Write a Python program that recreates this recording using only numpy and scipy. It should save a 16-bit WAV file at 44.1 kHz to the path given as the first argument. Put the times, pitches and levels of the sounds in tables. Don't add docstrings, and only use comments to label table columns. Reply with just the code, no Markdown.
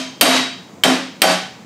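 import sys
import numpy as np
from scipy import signal
from scipy.fft import rfft, irfft
from scipy.io import wavfile
from scipy.ndimage import map_coordinates

SR = 44100
rng = np.random.default_rng(int(sys.argv[2]) if len(sys.argv) > 2 else 0)


def volts_from_db(level):
    exponent = np.asarray(level, float) / 20
    return 10 ** exponent


def dump_mix(stems):
    frames = np.atleast_2d(stems).T
    limited = np.clip(frames, -1, 1)
    pcm = np.round(limited * 32767).astype(np.int16)
    wavfile.write(sys.argv[1], SR, pcm)


N = 72765
BLOW_N = SR
BLOW_T_S = np.arange(BLOW_N) / SR

# t/s, level/dB, tilt/(dB/octave), hall level/dB, contact time/s
BLOWS = [
    (-.2, 0, 3, -1.5, .0002),
    (0.2109, 6, 1, -0.5, 0.0005),
    (.8356, -5.5, 0, 2, 0.00077),
    (1.2179, 0.5, 1, -3.5, 0.00045),
]
# t/s, level/dB, tilt/(dB/octave)
REBOUNDS = [
    (0.228, 4, 3),
    (0.8405, -24, -16),
    (0.848, -33, -19),
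    (1.2285, -15, -15),
]

# f/Hz, density/(dB per Hz)
CLANK_SPECTRUM = [(88, -57), (150, -2), (745, -10.5), (1020, -7.5), (2810, -3.5), (3100, -2), (6020, -12),
                  (11700, -13.5), (16000, -15.5)]
# f/Hz, T60/s
CLANK_T60_S = [(300, 0.064), (2000, 0.15), (6000, 0.03), (14000, 0.043)]

TUBE_HZ = [2290, 2930, 3100, 3146, 3833, 4603, 5464, 6377, 7273, 8374, 9296, 10290, 11503, 3190]
TUBE_T60_S = [.05, .03, .3, .32, .45, .4, .2, .2, .14, .2, .18, .4, .1, .045]
TUBE_LEVEL_DB = [(3, -4, -12, -33), (-26, -5, -30, -26), (-12, -13, -7, -30), (-3, -8.5, -28, -11),
                 (-10, -15.5, -11, -22), (-15.5, -9, -24.5, -16), (-9, -22, -13, -23.5),
                 (0.5, -14, -13.5, -39), (-29, -17, -10, -26.5), (-10, -9, -11, -8.5), (-20, -9, -41, -44),
                 (-41.5, -34, -64, -70), (-19, -8.5, -34, -14), (-6, -22, 3, -19)]

BENCH_HZ = [181, 259, 295, 550, 641, 697, 759, 828, 990, 1142, 1235, 1501]
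BENCH_T60_S = [.42, .4, .28, .24, .23, .22, .2, .2, .28, .28, .28, .28]
BENCH_LEVEL_DB = [(-29, -14, -7, -15), (2, -7, 3, -23), (-24, -4, -2, -15), (-1.5, -6, 1, -4),
                  (5, 1, 2.5, 0.5), (0, 5.5, 0, -1.5), (-17, -10.5, 4, 3.5), (-20, -11, -7, 1),
                  (-6, -17, -13.5, -34), (-9, -5, -11.5, -13.5), (-17, -15.5, -17, -18.5),
                  (-27, -26, -34, -6)]

# f/Hz, density/(dB per Hz)
HALL_SPECTRUM = [(41, -90), (70, -37), (256, 8), (462, -6.5), (635, -2.5), (3110, -12.5), (11100, -24.5),
                 (14300, -36), (16000, -92.5)]
# f/Hz, T60/s
HALL_T60_S = [(150, 0.41), (600, 0.36), (2000, 0.53), (5000, 0.56), (10000, 0.35), (15000, 0.29)]
# f/Hz, side over mid/dB
HALL_SIDE_DB = [(60, -33), (200, -49.5), (600, -28.5), (2000, -23), (5000, -16), (12000, -19.5)]

# f/Hz, density/(dB per Hz)
HUM_SPECTRUM = [(30, -44), (60, -22), (120, -3.5), (200, 4.5), (400, -5), (1000, -10), (2000, -25.5),
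                (4000, -58.5)]
# f/Hz, density/(dB per Hz)
HISS_SPECTRUM = [(800, -3), (2000, 10), (4500, 0.5), (7000, 7), (9500, -6), (13000, -10.5), (16000, -5)]
# f/Hz, side over mid/dB
HUM_SIDE_DB = [(60, -17), (110, -24), (200, -37.5), (380, -18.5), (700, -19.5), (1290, -17), (2380, -16),
               (4400, -17), (8120, -12), (15000, -16)]

CLANK_DB, REBOUND_CONTACT_S = 1, 0.0002
BEAT_HZ, BEAT_GROWS_S = 32.4, 0.03
TUBE_BEAT, BENCH_BEAT = 1, 0.61
BENCH_BLOOM_S = 0.022
HALL_RISE_S, HALL_RISE_CYCLES = 0.011, 3.8
TUBE_IN_HALL_DB, BENCH_IN_HALL_DB = -12, -6.5
LOW_CUT_HZ = 160
HUM_DB, HISS_DB = -40.5, -52
HOLD_DB, SENSE_S, DUCK_S, CLIMB_DB_PER_S = -11, 0.0077, 0.0023, 161.5
CLIP_TOP, CLIP_HARD = 0.88, 18
TOP_HZ = 15500


def along(points, hz):
    f, v = np.transpose(points)
    return np.interp(np.log(hz + 1), np.log(f + 1), v)


def add(bus, x, t_s):
    i = round(t_s * SR)
    x = x[..., max(0, -i):N - i]
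    start = max(0, i)
    bus[..., start:start + x.shape[-1]] += x


def rising(rise_s):
    return 1 - np.exp(-BLOW_T_S / rise_s)


def left_right(mid, side):
    return np.array([mid + side, mid - side])


def dying_noise(spectrum, t60_s, tilt_db, rise_cycles=0):
    lead_n = 512
    noise = rng.standard_normal((2, BLOW_N + lead_n))
    hz, t, z = signal.stft(noise, SR, nperseg=256)
    t = t - lead_n / SR
    colour = volts_from_db(along(spectrum, hz) + tilt_db * np.log2((hz + 50) / 3000))
    colour = colour / np.sqrt(np.mean(colour ** 2))
    decay_s = np.clip(along(t60_s, hz), 0.015, None)
    z = z * colour[:, None] * volts_from_db(-60 * t / decay_s[:, None])
    if rise_cycles:
        z = z * (1 - np.exp(-np.clip(t, 0, None) * (hz[:, None] + 50) / rise_cycles))
    mid, side = signal.istft(z, SR, nperseg=256)[1][:, lead_n:lead_n + BLOW_N]
    width = volts_from_db(along(HALL_SIDE_DB, np.fft.rfftfreq(BLOW_N, 1 / SR)))
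    return left_right(mid, irfft(rfft(side) * width, BLOW_N))


def ring(hz, t60_s, level_db, onset, beat_depth):
    hz, t60_s, level_db = np.c_[hz], np.c_[t60_s], np.c_[level_db]
    phase = rng.uniform(0, 2 * np.pi, hz.shape)
    knots = rng.standard_normal((len(hz), 128))
    beat = np.array([map_coordinates(k, [BLOW_T_S * BEAT_HZ]) for k in knots])
    depth = np.clip(beat_depth, 0, 0.8) * (1 - np.exp(-BLOW_T_S / BEAT_GROWS_S))
    swing = 1 + depth * np.tanh(beat)
    decay = volts_from_db(level_db - 60 * BLOW_T_S / t60_s)
    partials = decay * swing * np.sin(2 * np.pi * hz * BLOW_T_S + phase)
    return onset * partials.sum(axis=0)


def clank(tilt_db, contact_s):
    noise = dying_noise(CLANK_SPECTRUM, CLANK_T60_S, tilt_db)
    return volts_from_db(CLANK_DB) * rising(contact_s) * noise


def tube_ring(blow, contact_s):
    level_db = np.array(TUBE_LEVEL_DB)[:, blow]
    return ring(TUBE_HZ, TUBE_T60_S, level_db, rising(contact_s), TUBE_BEAT)


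def bench_ring(blow):
    level_db = np.array(BENCH_LEVEL_DB)[:, blow]
    return ring(BENCH_HZ, BENCH_T60_S, level_db, rising(BENCH_BLOOM_S) ** 2, BENCH_BEAT)


def hall_tail(tilt_db, hall_db):
    noise = dying_noise(HALL_SPECTRUM, HALL_T60_S, tilt_db, HALL_RISE_CYCLES)
    return volts_from_db(hall_db) * rising(HALL_RISE_S) * noise


def hall_echo(tube, bench):
    flat = [(20, 0), (20000, 0)]
    tail = rising(HALL_RISE_S) * dying_noise(flat, HALL_T60_S, 0)
    tail = tail / np.linalg.norm(tail[0])
    sent = volts_from_db(TUBE_IN_HALL_DB) * tube + volts_from_db(BENCH_IN_HALL_DB) * bench
    return signal.fftconvolve(sent[None], tail, axes=1)[:, :BLOW_N]


def hammer_blows():
    bus = np.zeros((2, N))
    for blow, (t_s, level_db, tilt_db, hall_db, contact_s) in enumerate(BLOWS):
        tube = tube_ring(blow, contact_s)
        bench = bench_ring(blow)
        direct = tube + bench + clank(tilt_db, contact_s)
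        hall = hall_tail(tilt_db, hall_db) + hall_echo(tube, bench)
        add(bus, volts_from_db(level_db) * (direct + hall), t_s)
    for t_s, level_db, tilt_db in REBOUNDS:
        add(bus, volts_from_db(level_db) * clank(tilt_db, REBOUND_CONTACT_S), t_s)
    low_cut = signal.butter(3, LOW_CUT_HZ, 'high', fs=SR, output='sos')
    return signal.sosfilt(low_cut, bus)


def steady_noise(spectrum, level_db):
    hz = np.fft.rfftfreq(N, 1 / SR)
    width = volts_from_db(along(HUM_SIDE_DB, hz))
    gain = volts_from_db(along(spectrum, hz)) * np.array([np.ones_like(hz), width])
    mid, side = irfft(rfft(rng.standard_normal((2, N))) * gain, N)
    noise = left_right(mid, side)
    return volts_from_db(level_db) * noise / np.sqrt(np.mean(noise ** 2) + 1e-20)


def machine_hum():
    return steady_noise(HUM_SPECTRUM, HUM_DB)


def air_hiss():
    return steady_noise(HISS_SPECTRUM, HISS_DB)


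def scene():
    return hammer_blows() + machine_hum() + air_hiss()


def smooth(x, time_s):
    n = time_s * SR
    return signal.lfilter([1 / n], [1, 1 / n - 1], x)


def gain_control(x):
    sensed_db = 10 * np.log10(smooth(np.mean(x ** 2, axis=0), SENSE_S) + 1e-12)
    need_db = np.minimum(0, HOLD_DB - sensed_db)
    climb_db = CLIMB_DB_PER_S * np.arange(N) / SR
    gain_db = np.minimum(0, np.minimum.accumulate(need_db - climb_db) + climb_db)
    return x * volts_from_db(smooth(gain_db, DUCK_S))


def overload(x):
    return x / (1 + np.abs(x / CLIP_TOP) ** CLIP_HARD) ** (1 / CLIP_HARD)


def roll_off(x):
    return signal.sosfilt(signal.butter(12, 16310, fs=SR, output="sos"), x)


def record(dry):
    x = overload(gain_control(dry))
    mix = signal.sosfilt(signal.cheby1(8, 0.5, TOP_HZ, fs=SR, output='sos'), x)
    return roll_off(mix)


dry = scene()
out = record(dry)
dump_mix(out)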